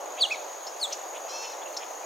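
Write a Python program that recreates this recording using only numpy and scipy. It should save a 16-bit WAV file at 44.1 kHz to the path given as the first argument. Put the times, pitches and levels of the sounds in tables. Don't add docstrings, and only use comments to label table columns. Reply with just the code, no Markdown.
import sys
import numpy as np
from scipy import signal
from scipy.fft import rfft, irfft, next_fast_len
from scipy.io import wavfile
from scipy.ndimage import uniform_filter1d, map_coordinates

SR = 44100
rng = np.random.default_rng(int(sys.argv[2]) if len(sys.argv) > 2 else 0)


def gain_from_decibels(decibels):
    exponent = np.asarray(decibels, float) / 20
    return 10 ** exponent


def store_pcm(level_fs):
    pcm = np.round(np.clip(level_fs, -1, 1) * 32767).astype(np.int16)
    wavfile.write(sys.argv[1], SR, np.atleast_2d(pcm).T)


N = 90405


def unit(x):
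    return x / np.sqrt(np.mean(x ** 2) + 1e-20)


def along(points, hz, closed=False):
    f, v = np.transpose(points)
    ends = dict(left=-120, right=-120) if closed else {}
    return np.interp(np.log(hz + 1), np.log(f + 1), v, **ends)


def wobble(rate_hz, size=N):
    knots = rng.standard_normal(int(size * rate_hz / SR) + 4)
    return map_coordinates(knots, [np.arange(size) * rate_hz / SR])


def filtered(x, response):
    m = next_fast_len(N + SR // 2)
    return irfft(rfft(x, m) * response(np.fft.rfftfreq(m, 1 / SR)), m)[..., :N]


def coloured_noise(spectrum):
    return unit(filtered(rng.standard_normal(N), lambda hz: gain_from_decibels(along(spectrum, hz, True))))


def placed(x, lean, lead):
    def ports(hz):
        left_over_right = gain_from_decibels(along(lean, hz)) * np.exp(1j * along(lead, hz))
        return left_over_right ** np.array([[.5], [-.5]])
    return filtered(x, ports)


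def tone(hz, order=1):
    phase = order * 2 * np.pi * np.cumsum(hz) / SR + rng.uniform(0, 2 * np.pi)
    return np.sqrt(2) * np.sin(phase) * (order * hz < SR / 2)


def add(out, s, x):
    part = out[round(s * SR):][:len(x)]
    part += x[:len(part)]


def progress(length_s):
    return np.arange(0, length_s, 1 / SR) / length_s


def follow(rows):
    s, *cols = np.transpose(rows)
    t = np.arange(s[0], s[-1], 1 / SR)
    gate = np.clip(np.minimum(t - s[0], s[-1] - t) / 0.0016, 0, 1)
    return [uniform_filter1d(np.interp(t, s, c), size=60) for c in cols] + [gate]


# f/Hz, likeness [0-1]
PORT_LIKENESS = [(130, 0.63), (400, 0.89), (800, 0.62), (1500, 0.38), (3000, 0.68), (6800, 0.81),
                 (9000, 0.52), (15000, 0.4)]
# f/Hz, level/dB
BACKGROUND_LEAN = [(60, -3), (150, -5), (380, -5), (950, 2), (2380, 1), (5980, 1.5), (15000, 0.5)]
# f/Hz, phase/rad
BACKGROUND_LEAD = [(100, .3), (430, 0.57), (1100, 0.5), (1700, 0.89), (2500, 0)]


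def rush(spectrum, patchy_db):
    z = signal.stft(rng.standard_normal((2, N)), nperseg=512)[2]
    field = uniform_filter1d(rng.standard_normal(z.shape[1:]), size=6, axis=0)
    field = uniform_filter1d(field, size=12, axis=1)
    pair = signal.istft(z * gain_from_decibels(patchy_db * unit(field)), nperseg=512)[1][:, :N]

    def mid_side(hz):
        turn = np.arccos(np.clip(along(PORT_LIKENESS, hz), -1, 1)) / 2
        return gain_from_decibels(along(spectrum, hz, True)) * [np.cos(turn), np.sin(turn)]

    mid, side = filtered(pair, mid_side)
    return unit(placed(np.array([mid + side, mid - side]), BACKGROUND_LEAN, BACKGROUND_LEAD))


# f/Hz, level/dB per Hz
ROAD_SPECTRUM = [(60, -63), (200, -38), (330, -14.5), (445, -10), (540, -3.5), (760, -2.5), (1200, -11),
                 (1800, -20.5)]


def road():
    return gain_from_decibels(-39 + .5 * wobble(2.26)) * rush(ROAD_SPECTRUM, patchy_db=0.4)


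# f/Hz, level/dB per Hz
AIR_SPECTRUM = [(1250, -11.5), (1900, 1), (4000, -6.5), (5200, -6.5), (7500, -9.5), (9000, -13),
                (13000, -12.5), (15800, -15)]


def air():
    return gain_from_decibels(-49) * rush(AIR_SPECTRUM, patchy_db=1.47)


# f/Hz, level/dB per Hz
CHORUS_SPECTRUM = [(5300, -22.5), (5900, -2.5), (6300, 3.5), (6700, -7), (7000, -19)]


def far_chorus():
    return gain_from_decibels(-52) * rush(CHORUS_SPECTRUM, patchy_db=1.2)


# stroke rate/Hz, middle of the first stroke t/s
WING_STROKES = [(43.72, .0124), (44.85, .0150)]
# top f/Hz, level/dB, sounding share of the cycle [0-1]
CRICKET_VOICES = [
    (6834, -45.5, .56),
    (6750, -50, .58),
]


def crickets():
    sag_hz, stroke_lean, octave_db = 505.4, 0.14, -19.5
    out, t = np.zeros(N), np.arange(N) / SR
    for (rate_hz, first_s), (top_hz, db, share) in zip(WING_STROKES, CRICKET_VOICES):
        cycle = ((t - first_s) * rate_hz + .5) % 1 - .5
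        u = np.clip(cycle * 2 / share, -1, 1)
        hz = top_hz - sag_hz * (u + stroke_lean) ** 2 + 25 * wobble(200)
        level = gain_from_decibels(db + 0.58 * wobble(30.0) + .4 * wobble(1.3))
        swell = level * np.cos(np.pi * u / 2) ** 0.3
        out += swell * (tone(hz) + gain_from_decibels(octave_db) * tone(hz, order=2))
    return out


# delay t/s, level/dB
BRANCH_ECHOES = [
    (.004, -21),
    (.0105, -22),
    (.0165, -18),
    (.026, -22),
]
# f/Hz, level/dB
LEAF_REFLECTION = [(2300, -3), (4200, -2.5), (5500, 1.5), (9000, 6)]


def trees(x):
    near_t60_s, far_t60_s, far_db = 0.47, 1, -12
    tail_db, alike, smear_s = -12.5, 0.7, .005
    t = np.arange(SR // 2) / SR
    shared, separate = rng.standard_normal(len(t)), rng.standard_normal((2, len(t)))
    leaves = np.sqrt(alike) * shared + np.sqrt(1 - alike) * separate
    tail = gain_from_decibels(-60 * t / near_t60_s) + gain_from_decibels(far_db - 60 * t / far_t60_s)
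    tail = tail * np.clip(t / 0.00095, 0, 1)
    tail = tail * gain_from_decibels(tail_db) / np.linalg.norm(tail)
    for delay_s, db in BRANCH_ECHOES:
        bump = np.exp(-np.abs(t - delay_s) / smear_s * 2)
        tail = np.hypot(tail, gain_from_decibels(db) * bump / np.linalg.norm(bump))
    bright = filtered(x, lambda hz: gain_from_decibels(along(LEAF_REFLECTION, hz)))
    return signal.fftconvolve(bright[None], leaves * tail, axes=1)[:, :N]


# t/s, peak level/dB
TWIG_SNAPS = [
    (1.689, -31),
    (1.789, -36.5),
]


def twig_snaps():
    out = np.zeros(N)
    t = np.arange(100) / SR
    for s, db in TWIG_SNAPS:
        add(out, s, gain_from_decibels(db - 60 * t / .002) * np.diff(rng.standard_normal(len(t) + 1)) / 2)
    return out


# t/s, length/s, from f/Hz, to f/Hz, level/dB
SMALL_SLIDES = [(0.212, 0.0081, 3500, 3200, -36.5), (.335, 0.014, 5560, 5600, -45),
                (0.676, 0.018, 5450, 5450, -44), (1.298, .02, 7400, 7400, -55),
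                (.933, 0.01894, 5300, 4500, -49), (0.802, .006, 8000, 7950, -55),
                (1.276, 0.021, 2325, 3280, -53), (1.523, 0.029, 4350, 3550, -51),
                (1.52, 0.02, 4890, 4361, -54), (1.526, 0.037, 5810, 5400, -49),
                (1.616, 0.019, 3426, 3500, -50), (1.6569, 0.006, 2730, 2720, -43),
                (1.6675, 0.0098, 2670, 2615, -44.5), (1.7115, 0.0068, 4390, 4120, -53),
                (1.739, 0.012, 4560, 3800, -49), (1.773, 0.024, 5600, 5380, -46)]


def small_slides():
    out = np.zeros(N)
    for s, length_s, from_hz, to_hz, db in SMALL_SLIDES:
        u = progress(length_s)
        hz = from_hz + (to_hz - from_hz) * u + 85 * wobble(290, len(u))
        swell = np.sin(np.pi * u ** .7)
        add(out, s, gain_from_decibels(db) * swell * tone(hz))
    return out


# t/s, length/s, from f/Hz, to f/Hz, level/dB
HUSKY_RASPS = [
    (.335, .035, 4800, 3300, -44.5),
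    (0.16, 0.062, 2036, 4100, -41),
    (0.9, 0.049, 3500, 2540, -44.5),
    (1.13, 0.053, 2000, 3500, -44),
    (1.424, 0.049, 2150, 3250, -44),
    (1.8, 0.045, 2300, 2900, -45.5),
    (1.609, .032, 2350, 3050, -52),
]


def rasps():
    shake_hz, depth, rough_hz = 600, .7, 340
    out = np.zeros(N)
    for s, length_s, from_hz, to_hz, db in HUSKY_RASPS:
        u = progress(length_s)
        shake = depth * shake_hz * tone(shake_hz * (1 + 0.1295 * wobble(150.3, len(u))))
        hz = from_hz + (to_hz - from_hz) * u + shake + rough_hz * wobble(898.3, len(u))
        grain = gain_from_decibels(db + 3 * wobble(403, len(u)))
        swell = np.abs(np.sin(np.pi * u ** 1.27)) ** .65
        add(out, s, grain * swell * tone(hz))
    return out


# t/s, high voice f/Hz, sum tone of both voices f/Hz, effort level/dB
BUZZ_COURSE = [(1.282, 2423, 4020, -61.5), (1.292, 2490, 4070, -43.5), (1.32, 2486, 4086, -43),
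               (1.328, 2615, 4235, -42), (1.433, 2675, 4305, -41.5), (1.515, 2607, 4160, -47.5),
               (1.524, 2570, 4090, -50), (1.54, 2460, 4000, -58)]
# order of the high voice, order of the low voice, level/dB
BUZZ_PARTIALS = [(1, 0, -6), (1, 1, -9), (2, 0, -6.5), (1, 2, -5), (0, 2, -19), (3, 0, -35), (2, -1, -16),
                 (1, -1, -12), (2, 2, -26)]
# f/Hz, level/dB per Hz
BUZZ_BREATH = [(2000, -26), (3500, -13), (5500, 9), (7500, -6), (9500, -20.5)]


def buzz():
    opens_s, shut_db, breath_db, top_fade_db = 1.322, -8, -6, -4
    out = np.zeros(N)
    high, both, db, gate = follow(BUZZ_COURSE)
    size, start_s = len(db), BUZZ_COURSE[0][0]
    low = both - high + 26 * wobble(254.0, size)
    high = high + 14 * wobble(255, size)
    fade_db = top_fade_db * np.linspace(-.5, .5, size)
    beak_db = shut_db * (start_s + np.arange(size) / SR < opens_s)
    beak_db = uniform_filter1d(beak_db, size=200)
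    chord = np.zeros(size)
    for a, b, level_db in BUZZ_PARTIALS:
        partial_db = level_db + (a + b == 1) * beak_db + (b + 1 - a) * fade_db
        grain_db = wobble(19.0, size) + 2.2 * wobble(169, size)
        chord += gain_from_decibels(partial_db + grain_db) * tone(a * high + b * low)
    breath = gain_from_decibels(breath_db + 1.5 * wobble(89.0, size)) * coloured_noise(BUZZ_BREATH)[:size]
    add(out, start_s, gate * gain_from_decibels(db) * (chord + breath))
    return out


# top t/s, top f/Hz, level/dB, half length/s, drop f/Hz
THROAT_HOOKS = [
    (.3245, 5600, -35, 0.007, 750),
    (.6703, 5760, -51.5, .0062, 1250),
    (.6746, 5410, -39.5, .0105, 2210),
    (.932, 6150, -28, .0075, 900),
    (0.9318, 5400, -35, 0.0115, 2300),
    (1.7725, 6100, -38, 0.0085, 950),
    (1.7738, 5480, -31, .0088, 1950),
]
# f/Hz, level/dB per Hz
HOOK_PUFF = [(3000, -12), (5000, 5), (7500, -7), (8800, -18), (10500, -28.5)]


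def hooks():
    fall_speed = 1.3
    out = np.zeros(N)
    breath = coloured_noise(HOOK_PUFF)
    for s, top_hz, db, half_s, drop_hz in THROAT_HOOKS:
        v = np.arange(-half_s, half_s / fall_speed, 1 / SR) / half_s
        u = np.clip(np.maximum(-v, fall_speed * v), 0, 1)
        hz = top_hz - drop_hz * u ** 1.55 + 90 * wobble(610, len(u))
        edge_db = -9 - 3 * (v > 0)
        shape = gain_from_decibels(db + edge_db * u) * np.clip(4 * (1 - u), 0, 1)
        octave = gain_from_decibels(-40 + 21 * u) * tone(hz, order=2)
        add(out, s - half_s, shape * (tone(hz) + octave))
        puff = np.sqrt(np.abs(1 - u)) * breath[round(s * SR):][:len(u)]
        add(out, s - half_s, gain_from_decibels(db - 7) * puff)
    return out


# t/s, f/Hz, level/dB, octave level/dB
FALLING_SLURS = [
    [(.198, 4840, -50, -74), (.206, 4650, -35, -52), (.212, 4597, -24, -45.5), (.222, 4260, -21, -38.5),
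     (.226, 3975, -18.5, -40), (.241, 3300, -19.5, -50), (.248, 3170, -31, -47), (.254, 2900, -24, -49),
     (.263, 2780, -37, -67)],
    [(.798, 5060, -56, -72), (.802, 4990, -39, -54), (.8075, 4830, -51, -57), (.815, 4455, -31.5, -46.5),
     (.825, 4413, -30.5, -47.5), (.833, 4050, -25, -36.5), (.847, 3580, -30, -37), (.858, 3355, -31.5, -52),
     (.868, 3270, -57, -66)],
]
# t/s, f/Hz, level/dB, octave level/dB
LOW_WHISTLE = [(.301, 2060, -48, -66), (.307, 2190, -37, -62), (.311, 2430, -30, -60),
               (.316, 2620, -27.5, -56), (.326, 2520, -27, -56), (.331, 2390, -33, -56),
               (.341, 2340, -37.5, -60), (.349, 2190, -34, -62), (.353, 2000, -50, -70)]
# third level/dB, fourth level/dB
WHISTLE_UPPER_DB = [(-21, -33), (-16, -22), (-5, -30)]


def whistles():
    out = np.zeros(N)
    for rows, (third_db, fourth_db) in zip([*FALLING_SLURS, LOW_WHISTLE], WHISTLE_UPPER_DB):
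        hz, db, octave_db, gate = follow(rows)
        flutter = gain_from_decibels(1.1 * wobble(256, len(hz)))
        upper = tone(hz, order=2) + gain_from_decibels(third_db) * tone(hz, order=3) + gain_from_decibels(fourth_db) * tone(hz, order=4)
        upper = upper * gain_from_decibels(octave_db + 4 * wobble(410, len(hz)))
        add(out, rows[0][0], gate * flutter * (gain_from_decibels(db) * tone(hz) + upper))
    return out


# f/Hz, level/dB
NEAR_LEAN = [(2300, -2), (3300, -2), (4200, 1), (6800, 1), (12000, .8)]
# f/Hz, phase/rad
NEAR_LEAD = [(2400, -.4), (3100, 0), (3900, .4), (4800, 0)]


def scene():
    bird = whistles() + hooks() + small_slides() + rasps() + buzz()
    near = bird + twig_snaps() + crickets()
    near = filtered(near, lambda hz: 1 / (1 + (1500 / (hz + 1)) ** 8))
    direct = placed(near, NEAR_LEAN, NEAR_LEAD)
    return direct + trees(near) + road() + air() + far_chorus()


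def top_cut(x):
    return signal.sosfilt(signal.butter(12, 15830, fs=SR, output="sos"), x)


def record(dry):
    return top_cut(dry)


dry = scene()
out = record(dry)
store_pcm(out)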